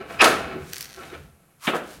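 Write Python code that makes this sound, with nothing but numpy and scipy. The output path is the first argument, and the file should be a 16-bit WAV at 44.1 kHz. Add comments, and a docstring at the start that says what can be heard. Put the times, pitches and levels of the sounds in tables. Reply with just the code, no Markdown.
"""In a garage, a loose steel and plastic bumper is tugged by hand while the car's frame rumbles.
It grinds, groans and squeaks, then bangs against its mounts; a plastic part snaps and crackles close by.
A hissing slide with a hollow tone and two more bursts of knocks follow, and the garage rings on.
Blows and slips drive a ringing shell, friction tones are unsteady sines, snaps and hisses are shaped noise."""
import sys
import numpy as np
from scipy import signal
from scipy.fft import rfft, irfft
from scipy.io import wavfile

SR = 44100
rng = np.random.default_rng(int(sys.argv[2]) if len(sys.argv) > 2 else 0)


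def master_out(mix):
    """Clip the mix to full scale and print it as 16-bit PCM to the path in sys.argv[1]."""
    frames = np.transpose(np.atleast_2d(mix))
    ceiling = np.clip(frames, -1, 1)
    pcm = np.round(ceiling * 32767).astype(np.int16)
    wavfile.write(sys.argv[1], SR, pcm)


N = 88200
T = np.arange(N) / SR


def from_db(db):
    """Decibels to gain."""
    return 10 ** (np.asarray(db) / 20)


def unit(x):
    """Scale to energy 1."""
    return x / np.sqrt(np.sum(x ** 2) + 1e-20)


def rms_one(x):
    """Scale to rms 1."""
    return unit(x) * np.sqrt(len(x))


def at_hz(points, hz):
    """Read a table on a log-frequency axis."""
    f, v = np.transpose(points)
    return np.interp(np.log(np.maximum(hz, 1)), np.log(f), v)


def in_time(rows):
    """Read the columns of a curve at every sample."""
    s, *columns = np.transpose(rows)
    return [np.interp(T, s, column) for column in columns]


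def swell(s, rise, fall):
    """A bell-shaped stroke that peaks at a time, with its own rise and fall in seconds."""
    width = np.where(T < s, rise, fall)
    return np.exp(-((T - s) / width) ** 2)


def add(out, s, x):
    """Mix a sound in at a time."""
    start = int(max(s, 0) * SR)
    out[start:start + len(x)] += x[:N - start]


def through(x, response):
    """Play a sound through an impulse response."""
    return signal.fftconvolve(x, response)[:N]


def cut(x, hz, kind, order=2):
    """Butterworth filter."""
    corners = np.clip(hz, 10, .45 * SR)
    sos = signal.butter(order, corners, kind, fs=SR, output="sos")
    return signal.sosfilt(sos, x + 1e-18)


def colour(x, spectrum):
    """Causal (minimum-phase) filter that follows a spectrum."""
    gain = from_db(at_hz(spectrum, np.fft.rfftfreq(N, 1 / SR)))
    cepstrum = irfft(np.log(gain))
    cepstrum[1:N // 2] *= 2
    cepstrum[N // 2 + 1:] = 0
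    return through(x, irfft(np.exp(rfft(cepstrum))))


def dying_noise(t60s):
    """Countless modes: a flat response whose bands die at their own rates; energy 1."""
    white = rfft(rng.standard_normal(N))
    hz = np.fft.rfftfreq(N, 1 / SR)
    centres = np.geomspace(80, 16000, 16)
    out = 0
    for centre, pick in zip(centres, np.eye(len(centres))):
        share = np.interp(hz, centres, pick)
        decay = from_db(-60 * T / at_hz(t60s, centre))
        out = out + np.sqrt(share.mean()) * unit(irfft(white * share) * decay)
    return unit(out)


def grains(per_s, spread_db):
    """Random small contacts of uneven size, at an average rate; rms 1."""
    unevenness = np.minimum(rng.exponential(1, N), 4)
    sizes = from_db(spread_db * unevenness) * rng.choice([-1, 1], N)
    return rms_one(sizes * (rng.random(N) < per_s / SR))


def stick_slip(hz, jitter, jitter_hz):
    """Phase of a friction tone whose pitch wavers at random by a share of itself."""
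    wobble = rms_one(cut(rng.standard_normal(N), jitter_hz, "low"))
    return 2 * np.pi * np.cumsum(hz * (1 + jitter * wobble)) / SR


# rumble of the frame: (time [s], level [dB])
RUMBLE = [(0, -50.5), (.13, -49), (.28, -42), (.34, -43.5), (.6, -41.5), (.85, -57.5), (1.16, -51.5),
          (1.26, -46), (1.32, -59), (1.62, -67), (1.8, -54)]
# tone of the rumble: (frequency [Hz], relative level [dB])
RUMBLE_COLOUR = [(25, -28), (52, -8), (80, 4), (105, -15), (140, 1.5), (200, -8), (600, -43.5)]
# tone of the still air: (frequency [Hz], relative level [dB])
AIR_COLOUR = [(30, -15.5), (80, -2.5), (700, -14.5), (5000, -26), (11500, -17.5), (15000, -29)]
AIR_DB = -63.5


def background():
    """Noise with a low colour rumbles as the frame, over a steady noise for the still air of the garage."""
    rumble = rms_one(colour(rng.standard_normal(N), RUMBLE_COLOUR))
    air = rms_one(colour(rng.standard_normal(N), AIR_COLOUR))
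    return from_db(in_time(RUMBLE)[0]) * rumble + from_db(AIR_DB) * air


# how long the garage rings: (frequency [Hz], time to die by 60 dB [s])
GARAGE_T60 = [(300, 0.66), (3000, 0.47), (14000, 0.39)]
FIRST_ECHO_S = .006


def garage():
    """Response of the room: diffuse echoes that build up after the first reflection."""
    build_up = np.clip(T / FIRST_ECHO_S - 1, 0, 1)
    return unit(dying_noise(GARAGE_T60) * build_up)


# grinding on the mounts: (time [s], relative level [dB])
GRIND = [(0, -44), (.075, -47.5), (.11, -40.5), (.18, -43), (.30, -31.5), (.42, -38), (.53, -37),
         (.68, -59), (.96, -58.5), (.988, -44.5), (1.08, -47.5), (1.12, -50.5), (1.15, -42), (1.18, -70)]
GRIND_PER_S, GRIND_SPREAD_DB = 1600, 5.5  # slips a second, unevenness
GRIND_LOW_HZ, GRIND_TOP_HZ, GRIND_DB = 213, 2660, 10.5


def grinding():
    """Force of the bumper dragging over its mounts: dense small slips."""
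    slips = cut(grains(GRIND_PER_S, GRIND_SPREAD_DB), GRIND_TOP_HZ, "low")
    slips = cut(slips, GRIND_LOW_HZ, "high")
    return from_db(in_time(GRIND)[0] + GRIND_DB) * slips


# the bumper's strongest modes: (frequency [Hz], relative level [dB])
BUMPER_MODES = [(298, -1.5), (379, 5), (490, 6.5), (576, -3), (617, -2.5), (645, 3), (714, -9), (1288, 4),
                (1372, 3.5), (1543, -1.5), (2348, -4), (2610, 0)]
# tone of its crowd of lesser modes: (frequency [Hz], relative level [dB])
SHELL = [(60, -15), (160, 1.5), (330, 4.5), (650, 1), (950, -3.5), (1400, -0.5), (2000, -5), (2600, -5),
         (3500, -7), (4500, -10.5), (7500, -16.5), (10800, -17), (13000, -24)]
# how long that crowd rings: (frequency [Hz], time to die by 60 dB [s])
SHELL_T60 = [(200, 0.094), (14000, 0.052)]
MODE_T60_S, MODES_DB = .35, -16
CRACK_DB = -1.5   # instant crack at the contact
GARAGE_DB = -4    # echoes of the heavy sounds


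def bumper(force, echoes):
    """The shell cracks and rings briefly, the garage carries it on; the strongest modes stand out."""
    shell = dying_noise(SHELL_T60) + from_db(GARAGE_DB) * echoes
    shell[0] += from_db(CRACK_DB)
    modes = sum(rng.choice([-1, 1]) * from_db(db) * np.sin(2 * np.pi * hz * T) for hz, db in BUMPER_MODES)
    ringing = unit(modes * np.exp(-np.log(1000) * T / MODE_T60_S))
    return through(force, colour(shell, SHELL) + from_db(MODES_DB) * ringing)


# groans and squeals under strain: (peak time [s], half length [s], pitch [Hz], level [dB])
GROANS = [(.01, 0.012, 370.7, -36.5), (0.556, 0.09, 373.4, -39), (0.99, 0.02, 371.6, -43),
          (0.999, 0.011, 1329, -41), (1.1, 0.02, 3750, -58.5), (1.128, 0.0094, 374, -44)]
GROAN_JITTER_HZ = 12


def groans():
    """Stick-slip under strain sings unsteady tones: mostly one low pitch, at times a higher one."""
    out = 0
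    for s, half, hz, db in GROANS:
        tone = rms_one(np.sin(stick_slip(hz, GROAN_JITTER_HZ / hz, 31)))
        out = out + from_db(db) * swell(s, half, half) * tone
    return out


# sliding plastic and cloth: (peak time [s], rise [s], fall [s], hiss level [dB])
SLIDES = [(.13, 0.048, 0.065, -50.5), (0.802, 0.15, 0.052, -44), (1.02, 0.15, 0.19, -52.5),
          (1.669, 0.039, 0.041, -35.5), (1.756, 0.016, 0.032, -41), (1.93, 0.089, 0.055, -48)]
# tone of the hiss: (frequency [Hz], relative level [dB])
SLIDE_COLOUR = [(400, -13), (1500, 3.5), (7500, -2), (11000, -3.5), (12500, -6.5), (16000, -11.5)]
SLIDE_PER_S, SLIDE_SPREAD_DB = 6300, 3  # contacts a second, unevenness
HOLLOW_HZ, HOLLOW_WIDTH_HZ, HOLLOW_DB = 1160, 390, -38.5
HOLLOW_STROKE = (1.66, 0.027, 0.038)    # (peak time [s], rise [s], fall [s])


def slides():
    """Strokes of fine friction swell and fade; a hollow resonance sounds with the loudest slide."""
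    hiss = rms_one(colour(grains(SLIDE_PER_S, SLIDE_SPREAD_DB), SLIDE_COLOUR))
    band = [HOLLOW_HZ - HOLLOW_WIDTH_HZ / 2, HOLLOW_HZ + HOLLOW_WIDTH_HZ / 2]
    hollow = rms_one(cut(grains(SLIDE_PER_S, SLIDE_SPREAD_DB), band, "band"))
    strokes = sum(from_db(db) * swell(s, rise, fall) for s, rise, fall, db in SLIDES)
    return strokes * hiss + from_db(HOLLOW_DB) * swell(*HOLLOW_STROKE) * hollow


# stick-slip squeak leading into the bang: (time [s], pitch [Hz], level [dB])
SQUEAK = [(.188, 2513, -45.5), (.197, 2543, -21.5), (.202, 2618, -24.5), (.210, 2602, -8),
          (.217, 2465, -10), (.226, 2200, -35.5)]
SQUEAK_JITTER = 0.045  # rms share of the pitch
SQUEAK_OCTAVE_DB, SQUEAK_RASP_DB = -16.5, -6


def squeak():
    """A short stick-slip squeal with its octave and a rasp of the shell."""
    hz, db = in_time(SQUEAK)
    phase = stick_slip(hz, SQUEAK_JITTER, 330)
    tone = rms_one(np.sin(phase) + from_db(SQUEAK_OCTAVE_DB) * np.sin(2 * phase))
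    rasp = rms_one(cut(colour(grains(GRIND_PER_S, 1.6), SHELL), [900, 4000], "band"))
    sounding = (T > SQUEAK[0][0]) & (T < SQUEAK[-1][0])
    return sounding * from_db(db) * (tone + from_db(SQUEAK_RASP_DB) * rasp)


CHATTER_S, REBOUND = .0025, .78  # average delay in all, share kept at each rebound


def chatter(count=3):
    """One contact scattered into a dying run of rebounds by all-pass delays, even in colour."""
    force = np.eye(1, N // 16)[0]  # a single click
    lags = CHATTER_S * SR * rng.uniform(.4, 1.6, count) / count
    for lag in lags.astype(int):
        taps = np.r_[REBOUND, np.zeros(lag), 1]
        force = signal.lfilter(taps, taps[::-1], force)
    return force


# blows on the mounts: (time [s], relative level [dB], hardness as upper corner [Hz], lower corner [Hz])
KNOCKS = [(.2005, -6, 2550, 1160), (.2165, -2.5, 10900, 680), (.223, 2.5, 1880, 430),
          (0.2423, -2.5, 12900, 796), (.257, -1, 1780, 427), (.281, -11, 2520, 560), (.294, -14, 1600, 150),
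          (.329, -14.5, 2450, 220), (.551, -18.5, 514, 143), (1.033, -32, 4090, 605),
          (1.127, -26, 530, 300), (1.135, -30, 3900, 730), (1.6707, -9, 3680, 1810),
          (1.673, -5.5, 291, 183), (1.6771, -8.5, 3660, 387), (1.684, -17.5, 3350, 460),
          (1.7345, -10.5, 1700, 420), (1.745, -20, 1850, 340), (1.754, -15.5, 1820, 157)]
BUMPER_DB = 26.5


def knocks(rows):
    """Force of the blows: a brief chatter each, duller when the contact is soft."""
    out = np.zeros(N)
    for s, db, top_hz, low_hz in rows:
        blow = cut(chatter(), top_hz, "low", order=8)
        add(out, s, from_db(db + BUMPER_DB) * cut(blow, low_hz, "high"))
    return out


CRUNCH_STROKE = (0.251, 0.032, 0.043)  # (peak time [s], rise [s], fall [s])
CRUNCH_PER_S, CRUNCH_LOW_HZ, CRUNCH_DB = 4000, 2200, -11


def crunch():
    """Force of the hard edges scraping past each other during the bang: dense bright slips."""
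    slips = cut(grains(CRUNCH_PER_S, GRIND_SPREAD_DB), CRUNCH_LOW_HZ, "high")
    return from_db(CRUNCH_DB) * swell(*CRUNCH_STROKE) * slips


# plastic snaps: (time [s], relative level [dB], lower corner [Hz])
SNAPS = [(0.7335, 1.5, 1330), (0.7592, -7.5, 3800), (0.782, -4, 3640), (0.8084, 1.5, 1300),
         (0.8174, -6.5, 2470), (0.827, -5.5, 1790), (0.843, -8, 4000), (.892, -19, 3480)]
# tone of the plastic: (frequency [Hz], relative level [dB])
SNAP_COLOUR = [(900, -14), (1600, 6), (3000, -4.5), (5600, 4), (7000, -3.5), (16000, -4)]
SNAP_T60_S, SNAP_DB = .011, -5
SNAP_TICK = .6  # instant tick on top of a noise burst of energy 1


def snaps():
    """Sharp plastic clicks, each a tick and a fast-dying noise; the small ones are mostly thinner."""
    out, t = np.zeros(N), T[:N // 32]
    for s, db, low_hz in SNAPS:
        click = unit(rng.standard_normal(len(t)) * np.exp(-np.log(1000) * t / SNAP_T60_S))
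        click[0] += SNAP_TICK
        add(out, s, from_db(db + SNAP_DB) * cut(click, low_hz, "high", order=3))
    return colour(out, SNAP_COLOUR)


CRACKLE_PEAK_S, CRACKLE_RISE_S, CRACKLE_FALL_S = 0.749, 0.027, 0.14
CRACKLE_PER_S, CRACKLE_SPREAD_DB, CRACKLE_DB = 350, 5, -42.5


def crackle():
    """The strained plastic ticks at random, swelling quickly and then ever more faintly as it relaxes."""
    pace = np.where(T < CRACKLE_PEAK_S, CRACKLE_RISE_S, CRACKLE_FALL_S)
    strain = np.exp(-abs(T - CRACKLE_PEAK_S) / pace)
    tick = rng.standard_normal(N) * 1000. ** (-2 * T / SNAP_T60_S)  # dies twice as fast as a snap
    ticks = through(grains(CRACKLE_PER_S, CRACKLE_SPREAD_DB), tick)
    return from_db(CRACKLE_DB) * strain * rms_one(colour(cut(ticks, [1800, 11000], "band"), SNAP_COLOUR))


NEAR_GARAGE_DB = -11.5  # echoes of the light sounds


def scene(count=3):
    """Blows land on several spots of the bumper in turn, scraping on another; light friction lies on top."""
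    blows = sum(bumper(knocks(KNOCKS[spot::count]), garage()) for spot in range(count))
    heavy = blows + bumper(grinding() + crunch(), garage())
    light = squeak() + groans() + snaps() + crackle() + slides()
    light_echoes = from_db(NEAR_GARAGE_DB) * through(light, garage())
    return (heavy + light + light_echoes + background())[None]


OVERLOAD, CUTOFF_HZ = .95, 16100


def record(dry):
    """The loudest peaks are rounded and the top is cut."""
    rounded = OVERLOAD * np.tanh(dry / OVERLOAD)
    return signal.sosfilt(signal.ellip(12, .1, 90, CUTOFF_HZ, fs=SR, output="sos"), rounded)


dry = scene()
out = record(dry)
master_out(out)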